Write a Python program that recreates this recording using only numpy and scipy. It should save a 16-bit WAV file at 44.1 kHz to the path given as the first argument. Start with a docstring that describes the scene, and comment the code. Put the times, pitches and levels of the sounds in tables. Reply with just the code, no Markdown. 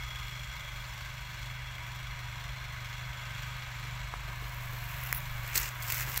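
"""Far side of a field: a single-cylinder walk-behind tractor tills while its governor hunts about twice a second.
Exhaust is a sum of orders of the firing rate; clatter is noise shaken by three knocks a cycle, ringing panels.
Late on, the person holding the microphone shifts on dry litter: filtered noise cracks rustle and snap,
short rings with dull scuffs knock on the case. Low filtered noise is light wind on the microphone."""
import sys
import numpy as np
from scipy import signal
from scipy.fft import rfft, irfft
from scipy.io import wavfile
from scipy.ndimage import uniform_filter1d

SR = 44100
rng = np.random.default_rng(int(sys.argv[2]) if len(sys.argv) > 2 else 0)


def wav_record(signal):
    """Record a signal, one row per channel, as 16-bit PCM in the file named by sys.argv[1]."""
    frames = np.transpose(np.atleast_2d(signal))
    bounded = np.clip(frames, -1, 1)
    # unit amplitude maps onto the largest positive 16-bit level
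    quanta = np.round(bounded * 32767).astype(np.int16)
    wavfile.write(sys.argv[1], SR, quanta)


N = 273420


def undb(db):
    """Amplitude ratio of a level in dB."""
    return 10 ** (np.asarray(db) / 20)


def level(x, db):
    """Scale x to an RMS level in dB."""
    return x * undb(db) / np.sqrt(np.mean(x ** 2))


def columns(table):
    """Each column of a curve, interpolated at every sample."""
    time_s, *rest = np.transpose(table)
    return [np.interp(np.arange(N) / SR, time_s, column) for column in rest]


def bandpass(x, order, low_hz, high_hz):
    """Butterworth band of x."""
    return signal.sosfilt(signal.butter(order, [low_hz, high_hz], "band", fs=SR, output="sos"), x)


def colour(x, points):
    """Minimum-phase filter through (Hz, dB) points; power gain 1 for white noise."""
    size = 2048
    hz = np.maximum(np.arange(size // 2 + 1) * SR / size, 1)
    point_hz, point_db = np.transpose(points)
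    log_gain = np.interp(np.log(hz), np.log(point_hz), point_db) * np.log(10) / 20
    cepstrum = irfft(log_gain)
    causal = np.r_[cepstrum[0], 2 * cepstrum[1:size // 2], np.zeros(size // 2)]
    response = irfft(np.exp(rfft(causal)))
    return signal.fftconvolve(x, response / np.sqrt(np.sum(response ** 2)))[:len(x)]


def walk(rate_hz):
    """Random levels held 1 / rate_hz and slewed twice; spread near 1."""
    hold = int(SR / rate_hz)
    steps = np.repeat(rng.standard_normal(N // hold + 1), hold)
    return 1.3 * uniform_filter1d(uniform_filter1d(steps, hold), hold)[:N]


# tines biting hard soil: start_s, sag_scale_hz
CLOD_BITES = [(0.104, 0.38), (0.648, 0.25), (0.829, 0.77), (1.236, 0.78), (1.715, 0.49), (2.198, 0.67),
              (2.76, 0.4), (3.208, 0.86), (3.719, 0.32), (4.177, 0.21), (4.721, 0.64), (5.294, 0.8),
              (5.751, 1.0)]
GOVERNED_HZ, HUNT_HZ, SETTLE_S, THROTTLE_LAG_S = 24.53, 2.1, .16, .075


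def sag():
    """Each clod pulls the firing rate down; the governor overshoots and settles (Hz below the set rate)."""
    out = np.zeros(N)
    since_s = np.arange(int(8 * SETTLE_S * SR)) / SR
    envelope = since_s / SETTLE_S * np.exp(1 - since_s / SETTLE_S)
    swing = envelope * np.sin(2 * np.pi * HUNT_HZ * since_s)
    for start_s, sag_hz in CLOD_BITES:
        part = out[int(start_s * SR):][:len(swing)]
        part += sag_hz * swing[:len(part)]  # writes into out
    return out


# exhaust orders: firing_rate_multiple, relative_level_db, unsteadiness_db
EXHAUST_ORDERS = [(1, -20, 7.5), (2, -2.5, 0.5), (3, -13.5, 1), (4, -11.5, 1), (5, 0.5, 1.6), (6, -12.5, 3),
                  (7, -26.5, 2.5), (8, -32.5, 7), (14, -30.5, 0.8)]
# exhaust as the machine draws nearer, before throttle: time_s, level_db, second_order_boost_db
EXHAUST_APPROACH = [(0, -48.5, 3), (1.5, -46.5, 0), (3.0, -45.5, -3), (3.7, -45.5, -1), (4.9, -43.5, -1.5),
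                    (5.2, -45, -2.5), (6.2, -44, -0.5)]
LOAD_DB_PER_HZ = 4  # orders above the fifth, per Hz of sag
THROTTLE_DB_PER_HZ = 1.3  # whole exhaust, per Hz of delayed sag


def exhaust(drop_hz, turns, throttle_hz):
    """One pressure pulse a cycle, as orders in step; gusty air over the field unsettles each."""
    level_db, second_db = columns(EXHAUST_APPROACH)
    out = 0
    for order, db, loose_db in EXHAUST_ORDERS:
        order_db = db + loose_db * walk(9)
        if order == 2:
            order_db = order_db + second_db
        if order > 5:
            order_db = order_db + LOAD_DB_PER_HZ * drop_hz
        phase_rad = 2 * np.pi * order * turns + .18 * loose_db * walk(6)
        out = out + undb(order_db) * np.cos(phase_rad)
    return undb(level_db + THROTTLE_DB_PER_HZ * throttle_hz) * np.sqrt(2) * out


# knocks in one cycle: place_cycles, decay_cycles, mean_level_db
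CYCLE_KNOCKS = [(.15, .08, -2), (.58, .14, 2), (.85, .12, 1)]
# clatter spectrum: frequency_hz, relative_density_db_per_hz
CLATTER_SPECTRUM = [(110, -44), (180, -4), (221, -19), (334, -23), (495, -15), (953, -1.5), (1900, -1.5),
                    (2130, -0.5), (3040, -7), (3340, -8), (4860, -16.5), (7200, -16.5), (9710, -29.5),
                    (14100, -20), (15800, -23)]
# ringing panels, gains over the broad clatter: centre_hz, width_hz, side_on_db, turned_db
RINGING_PANELS = [(592, 125, -1.5, 1.5), (702, 47, -10.5, 5.5), (965.4, 42, -1.5, -0.5),
                  (1080, 220, -14, -7), (1254, 63, 2, -9), (1556, 227, -4.5, -10.5), (1712, 68, -8, -2),
                  (2067, 164, -3, -12), (2191, 105, 1.5, -5), (2326, 140, -2, -9.5), (2723, 60, -4, -12),
                  (2870, 62, -3, -16), (3344, 170, 5, -7), (3515, 290, -3, -9), (3860, 270, -4.5, -5),
                  (4193, 260, 0, 1), (4605, 105, 0, -1), (5200, 170, 1, -12), (5740, 600, -3, -15),
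                  (6150, 160, -6, -7), (7160, 280, -2, -8), (7740, 280, -7, 2)]
# chain and tines, ringing faintly at the top: centre_hz, width_hz, side_on_db, turned_db
RINGING_SMALL_PARTS = [(9060, 350, -5, -7), (10400, 300, -2, -12), (11350, 450, -7, -8),
                       (12300, 350, -7, -7), (13600, 260, 1, -12), (14100, 330, -2, -3),
                       (14650, 300, -4, -7)]
# clatter over time: time_s, level_db, treble_offset_db (before throttle), turn_to_listener_0_to_1
CLATTER_COURSE = [(0, -45, 1.5, 0), (1.3, -46, 2, 0.3), (1.8, -44.5, -1.5, 0.3), (2.8, -44, -1, .35),
                  (3.45, -43.5, 0, 0.3), (4.2, -44, -1, .7), (4.7, -43, -6.5, 1), (6.2, -41.5, -7.5, 0.45)]
THROTTLE_TREBLE_DB_PER_HZ = 1.44


def clatter(turns, throttle_hz, smooth=4.5, scatter_db=3.5, treble_smooth=1.1):
    """Noise shaken by three knocks a cycle rings the panels; the treble follows the knocks most."""
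    level_db, treble_db, turned = columns(CLATTER_COURSE)
    cycle = turns.astype(int)
    knocking = 0
    for place, decay, db in CYCLE_KNOCKS:
        force = undb(db + scatter_db * rng.standard_normal(N // 1000))[cycle]  # every knock differs
        knocking = knocking + force * np.exp(-((turns - place) % 1) / decay)
    low = level(rng.standard_normal(N) * (smooth + .5 * knocking), 0)
    high = level(rng.standard_normal(N) * (treble_smooth + knocking), 0)
    high = high * undb(treble_db + THROTTLE_TREBLE_DB_PER_HZ * throttle_hz + 0.2 * walk(5.35))
    split = signal.butter(2, 4200, fs=SR, output="sos")
    shaken = signal.sosfilt(split, low - high) + high  # low below the split, high above
    rung = shaken
    for hz, width_hz, side_db, front_db in [*RINGING_PANELS, *RINGING_SMALL_PARTS]:
        ring = bandpass(shaken, 2, hz - width_hz / 2, hz + width_hz / 2)
        jolt_db = 1.6 * walk(2.5) + 1.5 * walk(14)  # jolts over the clods
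        rung = rung + undb(side_db + turned * (front_db - side_db) + jolt_db) * ring
    return undb(level_db) * level(colour(rung, CLATTER_SPECTRUM), 0)


# litter ranges, each: frequency_hz, relative_density_db_per_hz
LITTER_TOP_SPECTRUM = [(6000, -29), (9000, -11.5), (10500, -5.5), (12200, -4), (14000, 2.5), (15800, -3),
                       (18000, -16)]
LITTER_MIDDLE_SPECTRUM = [(2500, -19.5), (4000, -0.5), (5500, 2.5), (7800, 4), (9300, -4.5), (11000, -18.5)]
LITTER_BODY_SPECTRUM = [(200, -22.5), (400, -14), (700, -16.5), (1100, -5), (2000, 2.5), (2800, 0.5),
                        (4500, -30), (7000, -32)]


def litter(top, middle, body):
    """The same cracks heard through three ranges."""
    bright = colour(top, LITTER_TOP_SPECTRUM) + colour(middle, LITTER_MIDDLE_SPECTRUM)
    return bright + colour(body, LITTER_BODY_SPECTRUM)


# movements on dry litter: start_s, swell_s, hold_s, top_level_db, middle_above_top_db, body_above_top_db
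LITTER_MOVEMENTS = [(4.098, .55, 1.55, -55, -3, -11), (4.7, .39, .02, -49, -7, 2.5),
                    (5.129, .02, 0.029, -39.5, -15, -12), (5.423, 0.089, 0.073, -50, -2, 5.5),
                    (5.537, 0.017, 0.032, -36, -3, -2.5), (5.595, 0.011, 0.069, -44, -0.5, 1),
                    (5.788, 0.13, 0.11, -40.5, -3, -2), (6.04, 0.044, .08, -45.5, -3, 0.5),
                    (6.162, .014, .004, -39, -3, -8)]
RUSTLE_FADE_DB_PER_S = 450


def stirring():
    """Gains of the litter's top, middle and body: each movement swells, holds and fades."""
    t_s, power = np.arange(N) / SR, 0
    for start_s, swell_s, hold_s, top_db, middle_db, body_db in LITTER_MOVEMENTS:
        swell = np.clip((t_s - start_s) / swell_s, 0, 1)
        fade = undb(-RUSTLE_FADE_DB_PER_S * np.maximum(t_s - start_s - swell_s - hold_s, 0))
        range_db = top_db + np.array([[0], [middle_db], [body_db]])
        power = power + (swell * fade * undb(range_db)) ** 2
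    return np.sqrt(power)


def rustle(stir):
    """Dense tiny cracks of uneven size over a soft hiss."""
    cracks = (rng.random(N) < 900 / SR) * undb(3.0 * rng.exponential(size=N))  # 900 per s
    smear = np.exp(-np.arange(200) / (0.00079 * SR))
    crackle = signal.fftconvolve(cracks, smear)[:N]
    grain = level(rng.standard_normal(N) * (1.6 + crackle), 0)
    return litter(*(grain * stir))


# loudest snaps, burst level before decay: start_s, top_level_db, middle_above_top_db, body_above_top_db
LOUD_SNAPS = [(4.84, -35, -16, 2), (5.036, -23, -17, -14), (5.072, -30.5, -25, -7),
              (5.127, -14.5, -8, -3.5), (5.1774, -31, -21, -14), (5.4335, -37, -6, -14),
              (5.4774, -31, -9, -5), (5.5542, -23, -6, -14), (5.556, -15.5, -5, -11), (5.5598, -24, 5, -4),
              (5.574, -21, 2, -9), (5.5773, -12.5, -2.5, -20), (5.5808, -21.5, 3, -13),
              (5.6138, -28, -3, 0), (5.6326, -31, -4, -5), (5.6894, -33, 1, -3), (5.8237, -31, 0, -9),
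              (5.8344, -29, -9, -8), (5.9008, -22, -5, -1), (5.921, -20.5, -6, -7), (5.9235, -17, -5, -12),
              (5.944, -22, -8, -10), (6.007, -25, -4, -3), (6.0874, -31, -9, -9), (6.143, -27, -14, -4),
              (6.161, -26, -2, -2), (6.1722, -25, -4, -13), (6.1754, -13, -3, -13)]
SNAP_S, SNAP_ATTACK_S = 0.0025, .00025  # SNAP_S: time to fall 26 dB
SMALL_SNAPS_PER_S, SMALL_SNAP_DB = 14, 9.5  # mean dB above the rustle of the moment


def snaps(stir):
    """Twigs and leaves break: a short noise burst each; small ones come by chance with the rustle."""
    out, t_s = np.zeros((3, N + 600)), np.arange(600) / SR
    shape = np.exp(-3 * t_s / SNAP_S) * np.minimum(t_s / SNAP_ATTACK_S, 1)
    hits = []
    for start_s, top_db, middle_db, body_db in LOUD_SNAPS:
        hits.append((int(start_s * SR), undb(top_db + np.array([0, middle_db, body_db]))))
    for i in np.flatnonzero(rng.random(N) < SMALL_SNAPS_PER_S / SR):
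        hits.append((i, stir[:, i] * undb(SMALL_SNAP_DB + 4 * rng.standard_normal(3))))
    for i, gains in hits:
        noise = rng.standard_normal(600)
        burst = noise * shape
        burst = burst * np.linalg.norm(shape) / np.linalg.norm(burst)  # equal energy per burst
        out[:, i:i + 600] += gains[:, None] * burst
    return litter(*out[:, :N])


# knocks on the case: start_s, ring_envelope_peak_db, centre_hz, scuff_start_re_peak_db
CASE_KNOCKS = [(3.85, -51, 400, -1), (4.139, -22.5, 1080, -28), (4.28, -50.5, 380, 2),
               (4.423, -48, 360, -1), (4.73, -48, 400, -3), (5.443, -41, 595, -13), (5.548, -29, 2200, -20),
               (5.553, -42.5, 400, -1), (6.075, -41.5, 390, -3)]


def knocks(rise_cycles=0.49):
    """A finger or strap taps the microphone case: a ring of about two cycles and a longer dull scuff."""
    out, t_s = np.zeros(N + 3000), np.arange(3000) / SR
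    for start_s, db, hz, scuff_db in CASE_KNOCKS:
        age = t_s * hz / rise_cycles
        ring = np.sin(2 * np.pi * hz * t_s) * np.exp(1 - age) * age
        noise = bandpass(rng.standard_normal(3000), 1, 0.42 * hz, 3.4 * hz)
        scuff = level(noise, scuff_db) * np.exp(-t_s / 0.029)
        i = int(start_s * SR)
        out[i:i + 3000] += undb(db) * (ring + scuff)
    return out[:N]


# wind spectrum: frequency_hz, relative_density_db_per_hz
WIND_SPECTRUM = [(15, -14), (32, -2), (55, 7), (90, -5.5), (150, -11), (220, -27), (400, -26), (800, -43.5)]
WIND_DB = -48.5


def wind():
    """Light wind on the microphone: steady low filtered noise."""
    return level(colour(rng.standard_normal(N), WIND_SPECTRUM), WIND_DB)


def scene():
    """Engine, litter, case knocks and wind, summed to one channel."""
    drop_hz, lag = sag(), int(THROTTLE_LAG_S * SR)
    throttle_hz = np.r_[np.zeros(lag), drop_hz[:-lag]]  # throttle opens a moment after the speed drops
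    turns = np.cumsum(GOVERNED_HZ - drop_hz) / SR
    engine = exhaust(drop_hz, turns, throttle_hz) + clatter(turns, throttle_hz)
    stir = stirring()
    close = rustle(stir) + snaps(stir) + knocks()
    return (engine + close + wind())[None, :]


TOP_HZ = 15760


def record(dry):
    """The handheld microphone cuts the top: steep elliptic low-pass."""
    return signal.sosfilt(signal.ellip(14, .2, 70, TOP_HZ, fs=SR, output="sos"), dry)


dry = scene()
out = record(dry)
wav_record(out)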